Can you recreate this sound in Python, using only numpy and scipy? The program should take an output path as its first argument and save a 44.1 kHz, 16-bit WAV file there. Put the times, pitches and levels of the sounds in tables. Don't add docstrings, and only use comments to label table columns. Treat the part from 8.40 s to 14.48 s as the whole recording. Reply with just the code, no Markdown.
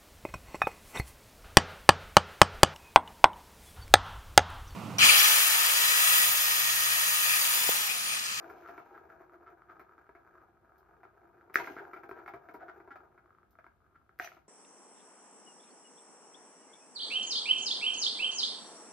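import sys
import numpy as np
from scipy import signal
from scipy.fft import rfft, irfft
from scipy.io import wavfile
from scipy.ndimage import uniform_filter1d

SR = 44100
rng = np.random.default_rng(int(sys.argv[2]) if len(sys.argv) > 2 else 0)


def unload_audio(sound):
    columns = np.transpose(np.atleast_2d(sound))
    steps = np.round(np.clip(columns, -1, 1) * 32767)
    wavfile.write(sys.argv[1], SR, steps.astype(np.int16))


N = 268128
TAPS = 8192
HZ = np.fft.rfftfreq(TAPS, 1 / SR)
T = np.arange(N) / SR


def amp(db):
    return 10 ** (np.asarray(db) / 20)


def unit(x):
    return x / np.sqrt(np.mean(x ** 2) + 1e-20)


def read(points, hz):
    f, value = np.transpose(points)
    return np.interp(np.log(hz + 1), np.log(f + 1), value)


def add(mix, start_s, sound):
    part = mix[max(round(start_s * SR), 0):][:len(sound)]
    part += sound[:len(part)]


def causal(db):
    cepstrum = irfft(np.log(amp(db)))
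    cepstrum[1:TAPS // 2] *= 2
    cepstrum[TAPS // 2 + 1:] = 0
    return np.exp(rfft(cepstrum))


def mode(hz, width_hz):
    return 1 / (1 + 2j * (HZ - hz) / width_hz)


def impulse(response):
    return irfft(response) * np.cos(np.linspace(0, np.pi / 2, TAPS)) ** 2


def peaking(peak_db, response):
    sound = impulse(response)
    return amp(peak_db) * sound / abs(sound).max()


def through(x, response):
    return unit(signal.oaconvolve(x, impulse(response))[:N])


def swell(half_s):
    return np.exp(-((T[:TAPS] - T[TAPS // 2]) / half_s) ** 2)


def grains(per_s, spread_db):
    size = amp(spread_db * np.minimum(rng.exponential(1, N), 4)) / np.sqrt(per_s)
    present = rng.random(N) < per_s / SR
    return size * rng.choice([-1, 1], N) * present


# freq_hz, gain_db
HUSH_COLOUR = [(30, -8), (55, 11.5), (500, -6), (2500, -22.5), (9000, -39.5), (13000, -28.5), (16000, -60)]


def hush(level_db=-70.5):
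    colour = causal(read(HUSH_COLOUR, HZ))
    return amp(level_db) * np.array([through(rng.standard_normal(N), colour) for _ in range(2)])


# freq_hz, t60_s
ROOM_DECAY = [(500, 0.32), (5000, 0.15), (14000, 0.1)]
# delay_s (before jitter), gain (before wet_db)
WALL_ECHOES = [(0.0146, 0.54), (0.019, -0.5), (0.029, 0.16)]


def room(x, wet_db, treble_db, gap_s=0.0002, build_s=0.0013):
    hz, t, z = signal.stft(rng.standard_normal((2, SR // 2)), SR, nperseg=256)
    colour_db = read([(2000, 0), (3500, treble_db)], hz)[:, None] - treble_db
    decay_db = -60 * t / read(ROOM_DECAY, hz)[:, None]
    tail = signal.istft(z * amp(colour_db + decay_db), SR, nperseg=256)[1]
    tail *= np.clip((T[:tail.shape[1]] - gap_s) / build_s, 0, 1)
    tail *= amp(treble_db) / np.linalg.norm(tail, axis=1, keepdims=True)
    for channel in tail:
        for delay_s, gain in WALL_ECHOES:
            jitter_s = rng.uniform(0, 0.0004)
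            add(channel, delay_s + jitter_s, np.array([gain]))
    return x + amp(wet_db) * signal.fftconvolve(x[None], tail, axes=1)[:, :N]


# strongest_s, rms_db, rise_s, fall_s
PAW_STROKES = [(.36, -74, 0.46, 0.14), (3.164, -48.5, 0.019, 0.067), (5.826, -51.5, 0.023, 0.044)]
# freq_hz, gain_db
SCUFF_COLOUR = [(200, -24), (700, 9.5), (1100, -4.5), (2500, 4.5), (3500, -8.5), (6500, -12), (8500, -32.5),
                (13800, -6.5), (16000, -55.5)]


def scuffs(fibres_per_s=480, spread_db=4):
    stroke = np.zeros(N)
    for s, db, rise_s, fall_s in PAW_STROKES:
        shape = np.where(T < s, ((T - s) / rise_s) ** 2, (T - s) / fall_s)
        stroke += amp(db) * np.exp(-shape)
    return stroke * through(grains(fibres_per_s, spread_db), causal(read(SCUFF_COLOUR, HZ)))


# start_s, dry_peak_db
CLAW_TICKS = [(0.0974, -58.5), (1.3947, -60), (2.382, -63), (3.1422, -39.5), (3.6902, -59), (4.14, -56),
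              (5.1084, -63), (5.7889, -51.5)]
# freq_hz, gain_db
TICK_COLOUR = [(1000, -30.5), (5000, -3.5), (8500, -24), (13700, 6.5), (16000, -14.5)]


def ticks(crumble=0.11, crumble_s=0.012):
    out, t = np.zeros(N), T[:TAPS]
    for start_s, peak_db in CLAW_TICKS:
        touch = (t == 0) + crumble * rng.standard_normal(TAPS) * np.exp(-t / crumble_s)
        add(out, start_s, peaking(peak_db, rfft(touch) * causal(read(TICK_COLOUR, HZ))))
    return out


def squeak(strongest_s=5.846, peak_db=-58.0, half_s=0.017, hz=5930, width_hz=130):
    out = np.zeros(N)
    slide = rng.standard_normal(TAPS) * swell(half_s)
    add(out, strongest_s - T[TAPS // 2], peaking(peak_db, rfft(slide) * mode(hz, width_hz) ** 2))
    return out


# pitch_hz (before detune), width_hz, base_db (before scatter)
TRACK_MODES = [(355.9, 30, 2), (690, 40, 3.5), (781, 13, -1), (930.5, 79, -6), (1397, 17, -10.5),
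               (1627, 15, -2)]


def track(colour, scatter_db=3, detune=0.035):
    weights = amp(scatter_db * (2 * rng.random(len(TRACK_MODES)) + 1.5))
    shifts = 1 + detune * (2 * rng.random(len(TRACK_MODES)) - 1)
    rings = 0
    for weight, shift, (hz, width_hz, db) in zip(weights, shifts, TRACK_MODES):
        rings = rings + weight * amp(db) * mode(hz * shift, width_hz)
    return causal(read(colour, HZ)) * (1 + rings)


# strongest_s, dry_peak_db, half_s, pitch_hz
TIER_HUMS = [(1.407, -54, 0.03, 353), (3.298, -41.5, 0.014, 333), (4.231, -45, 0.019, 705),
             (5.806, -43, .009, 708)]


def hums(width_hz=55, skirt_hz=160):
    out = np.zeros(N)
    for s, peak_db, half_s, hz in TIER_HUMS:
        bumps = rng.standard_normal(TAPS) * swell(half_s)
        ring = mode(hz, width_hz) * mode(hz, skirt_hz)
        add(out, s - T[TAPS // 2], peaking(peak_db, rfft(bumps) * ring))
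    return out


# freq_hz, gain_db
KNOCK_COLOUR = [(100, -24.5), (650, 0.5), (1080, -2.5), (1350, 9.5), (1800, -4.5), (2250, -2), (2900, -26),
                (6000, -37.5), (8500, -56), (13500, -31), (16000, -64.5)]
# freq_hz, gain_db
RUMBLE_COLOUR = [(60, -11), (230, -12.5), (320, -4.5), (440, 0), (550, -9.5), (680, -7), (950, -5),
                 (1150, -22), (2500, -73.5)]
SHELL_HZ, SHELL_SPREAD = 1307, 0.057
SHELL_WIDTH_HZ, CONTACT_WIDTH_HZ = 200, 680


def shell(db, soft_db=-50, stiffening=0.06, wall_db=-20, body_db=-11):
    hz = SHELL_HZ * amp(stiffening * (db - soft_db)) * (1 + SHELL_SPREAD * (2 * rng.random() - 1))
    ring = mode(hz, SHELL_WIDTH_HZ) * mode(hz, CONTACT_WIDTH_HZ)
    return ring + amp(wall_db) * track(KNOCK_COLOUR) + amp(body_db) * track(RUMBLE_COLOUR)


# start_s,
# dry_peak_db
BALL_TAPS = [(0.044, -40.5), (0.293, -38), (0.5781, -43), (0.7017, -44.5), (0.896, -50), (0.9423, -48),
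             (1.22, -46.5), (1.368, -50), (1.493, -50.5), (1.5804, -47), (1.667, -54.5), (1.982, -50.5),
             (2.6523, -45.5), (3.011, -49.5), (3.1867, -28), (3.452, -40.5), (4.297, -40.5), (4.605, -51),
             (4.859, -52.5), (4.906, -52.5), (4.949, -55), (4.985, -52), (5.031, -53), (5.154, -52.5),
             (5.243, -45), (5.693, -50), (5.8005, -31.5), (5.8443, -44)]


def shell_taps():
    out = np.zeros(N)
    for start_s, peak_db in BALL_TAPS:
        add(out, start_s, peaking(peak_db, shell(peak_db)))
    return out


# strongest_s, dry_peak_db, half_s
SKIP_RUNS = [(0.262, -39.5, 0.018), (0.553, -47.5, 0.013), (1.079, -43, 0.014), (1.305, -43, 0.016),
             (3.389, -37, .016), (3.789, -45, 0.026), (4.22, -44.5, 0.019), (4.293, -39.5, 0.011),
             (4.517, -40, 0.01), (5.56, -51, 0.01)]


def chatters(skips_per_s=260):
    out = np.zeros(N)
    for s, peak_db, half_s in SKIP_RUNS:
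        places = np.arange(0, TAPS, SR / skips_per_s)
        at = (places + rng.random(len(places)) * SR / skips_per_s).astype(int) % TAPS
        skips = np.bincount(at, rng.uniform(0.32, 1, len(at)), TAPS) * swell(half_s)
        add(out, s - T[TAPS // 2], peaking(peak_db, rfft(skips) * shell(peak_db)))
    return out


# start_s, blow_db (before level_db), boom_rel_db (before boom_db), rebound_s
JUMPS = [(0.0998, -35, -10, .005), (0.2875, -34.5, -11.5, 0.009), (0.379, -33.5, -12, 0.0078),
         (0.803, -46.5, -5, 0.0074), (1.396, -37.5, -16.5, 0.015), (1.692, -44, -6, 0.0051),
         (1.751, -40.5, -13, 0.013), (2.633, -40.5, -38, 0.0089), (3.0985, -45, -6.5, 0.0084),
         (3.1995, -23.5, -14, 0.0078), (3.2733, -26.5, -22, 0.0096), (3.3662, -33, -8.5, 0.0044),
         (3.534, -31, -13.5, 0.011), (3.563, -33.5, -12, 0.014), (3.635, -35, -9, 0.0089),
         (3.6928, -37, -5.5, 0.0017), (3.7122, -33.5, -5.5, 0.0037), (3.8618, -35, -15, 0.0033),
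         (3.8788, -29, -19, 0.011), (3.9375, -32.5, -9, 0.011), (4.088, -36, -15.5, .009),
         (4.1428, -37.5, -4, 0.016), (4.402, -42.5, -7, .007), (4.476, -45, -3, 0.01),
         (4.558, -36, -29, 0.0096), (4.778, -44.5, -15.5, 0.01), (5.188, -41, -24.5, 0.0078),
         (5.266, -42.5, -19, .002), (5.9185, -42, -17, 0.0026), (5.9685, -45, -10.5, .008)]


def knocks(level_db=14.0, boom_db=10, rebound=0.6, rebounds_per_s=600, hardness=0.36, plain_db=-37):
    out = np.zeros(N)
    treble = read([(1600, 0.032), (2300, 0.97)], HZ)
    for start_s, db, boom, length_s in JUMPS:
        places, signs = rng.random((2, 20))
        delays = (np.arange(20) + 0.5 + places) / rebounds_per_s
        decay = np.exp(-(delays / length_s) ** 2 / 2) * (delays < 2 * length_s)
        sizes = rebound * np.sign(signs - 0.5) * decay
        burst = 1 + sizes @ np.exp(-2j * np.pi * np.outer(delays, HZ))
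        brightness = causal(hardness * (db - plain_db) * treble)
        crack = impulse(burst * track(KNOCK_COLOUR) * brightness)
        thud = impulse(burst * track(RUMBLE_COLOUR))
        boom_part = amp(boom + boom_db) * thud / np.linalg.norm(thud)
        add(out, start_s, amp(db + level_db) * (crack / np.linalg.norm(crack) + boom_part))
    return out


# start_s, dry_peak_db, crack_hz, hollow_hz, hollow_rel_db
SWAT_CLACKS = [(3.1437, -29.5, 2260, 690, -19), (3.157, -8.5, 1560, 378, 6.5),
               (3.245, -34.5, 2310, 365, -8), (5.7897, -43, 1492, 715, 2.5), (5.798, -22.5, 1580, 713, 7),
               (5.827, -38, 2350, 690, 3.5), (5.875, -34.5, 1770, 760, -22.5)]
# freq_hz, gain_db
CLACK_COLOUR = [(100, -44), (450, 0.5), (850, -28), (1250, 5.5), (1900, 6.5), (2400, 0), (3000, -23),
                (6000, -21), (8500, -40.5), (15000, -27.5)]


def clacks(crack_width_hz=600, crack_db=3, hollow_width_hz=70):
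    out = np.zeros(N)
    for start_s, peak_db, crack_hz, hollow_hz, hollow_db in SWAT_CLACKS:
        crack = 1 + amp(crack_db) * mode(crack_hz, crack_width_hz)
        wall = causal(read(CLACK_COLOUR, HZ)) * crack
        hollow = mode(hollow_hz, hollow_width_hz) * mode(hollow_hz, crack_width_hz)
        add(out, start_s, peaking(peak_db, wall + amp(hollow_db) * hollow))
    return out


# time_s, rumble_db (before rolling's level_db)
ROLL_STRENGTH = [(0, -43.5), (0.19, -54.5), (0.3, -52.5), (0.74, -56), (0.9, -58.5), (1, -63), (1.4, -64.5),
                 (1.8, -65.5), (2.27, -67), (2.65, -63), (3.13, -61.5), (3.19, -48), (3.6, -53.5),
                 (4.24, -56.5), (4.65, -64), (5.05, -72.5), (5.42, -78), (5.77, -75)]
BRISK_DB = -60


def drive(s):
    return np.interp(s, *np.transpose(ROLL_STRENGTH)) - BRISK_DB


def circling(bumps, colour, laps_per_s=1.0, count=3):
    spot = (T * laps_per_s * count).astype(int) % count
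    return unit(sum(through(bumps * (spot == k), track(colour)) for k in range(count)))


# freq_hz (before each spot's shift), gain_db
RATTLE_COLOUR = [(500, -13.5), (980, -8.5), (1300, 9.5), (1600, 1), (1900, -9.5), (2400, -11.5),
                 (3000, -35.5), (7000, -34), (9000, -72.5), (13500, -22.5), (16000, -53)]


def rattling(pressure, count=10, taps_per_s=380, spread_db=2.8, bright_hz=1900, bright_slope=0.28):
    speed = amp(drive(T))
    per_s = taps_per_s * np.sqrt(speed / speed.mean()) / count
    taps = 0
    for shift in np.linspace(-1, 1, count):
        spot = track(np.array(RATTLE_COLOUR) * [1 + SHELL_SPREAD * shift, 1])
        taps = taps + through(pressure * grains(per_s, spread_db), spot)
    taps = unit(taps)
    dull = signal.sosfiltfilt(signal.butter(4, bright_hz, fs=SR, output="sos"), taps)
    return dull + amp(bright_slope * drive(T)) * (taps - dull)


NEAR_SIDE = [1.83, 5.7]


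def rolling(level_db=-4.0, bumps_per_s=1000, spread_db=2.0, wobble_db=3.0, wobble_s=0.032,
            flight_s=0.018, flight_db=-5, rattle_slope=1, rattle_lead_db=-6, pass_s=1, pass_db=9):
    near = sum(np.exp(-((T - s) / pass_s) ** 2) for s in NEAR_SIDE)
    rumble = amp(drive(T))
    rattle = amp(rattle_lead_db + rattle_slope * drive(T) + pass_db * near)
    noise = rng.standard_normal(N)
    wobble = unit(uniform_filter1d(noise, max(int(wobble_s * SR), 1))).clip(-2, 2)
    airborne = np.any([(T > landing - flight_s) & (T < landing) for landing, *_ in JUMPS], axis=0)
    pressure = amp(wobble_db * wobble + flight_db * airborne)
    low = rumble * circling(pressure * grains(bumps_per_s, spread_db), RUMBLE_COLOUR)
    return amp(BRISK_DB + level_db) * (low + rattle * rattling(pressure))


def leaned(pair, table):
    lean = amp(read(table, np.fft.rfftfreq(N, 1 / SR)) / 2)
    return irfft(rfft(pair) * np.array([lean, 1 / lean]), N)


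# freq_hz, left_minus_right_db
FAR_SIDE_LEAN = [(1350, 2), (1900, -4)]


def scene(bass_hz=70):
    paws = room(ticks() + scuffs() + squeak(), wet_db=-3, treble_db=5.0)
    contacts = room(knocks() + chatters() + shell_taps(), wet_db=-9.0, treble_db=10.5)
    swats = leaned(room(clacks(), wet_db=-11.5, treble_db=11.0), FAR_SIDE_LEAN)
    roll = room(rolling() + hums(), wet_db=-8.5, treble_db=7.5)
    small_body = signal.butter(2, bass_hz, "high", fs=SR, output="sos")
    return hush() + signal.sosfilt(small_body, paws + contacts + swats + roll)


# freq_hz, side_gain_db
STEREO_WIDTH = [(350, -7.5), (700, 0.5), (5000, -2), (8500, 11), (11000, 5.5), (14000, -29)]
# freq_hz, left_minus_right_db
STEREO_LEAN = [(100, 0), (400, 2.5), (1400, 2.5), (2200, -1), (4400, 4), (9000, -0.5)]


def record(dry, low_cut_hz=45, edge_hz=15900):
    hz = np.fft.rfftfreq(N, 1 / SR)
    low_cut = signal.butter(3, low_cut_hz, "high", fs=SR, output="sos")
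    left, right = rfft(signal.sosfilt(low_cut, dry))
    mid = (left + right) / 2
    side = (left - right) / 2 * amp(read(STEREO_WIDTH, hz))
    pair = leaned(irfft(np.array([mid + side, mid - side]), N), STEREO_LEAN)
    edge = signal.firwin(511, edge_hz, window=("kaiser", 9), fs=SR)
    return signal.oaconvolve(pair, edge[None], "same")


dry = scene()
out = record(dry)
unload_audio(out)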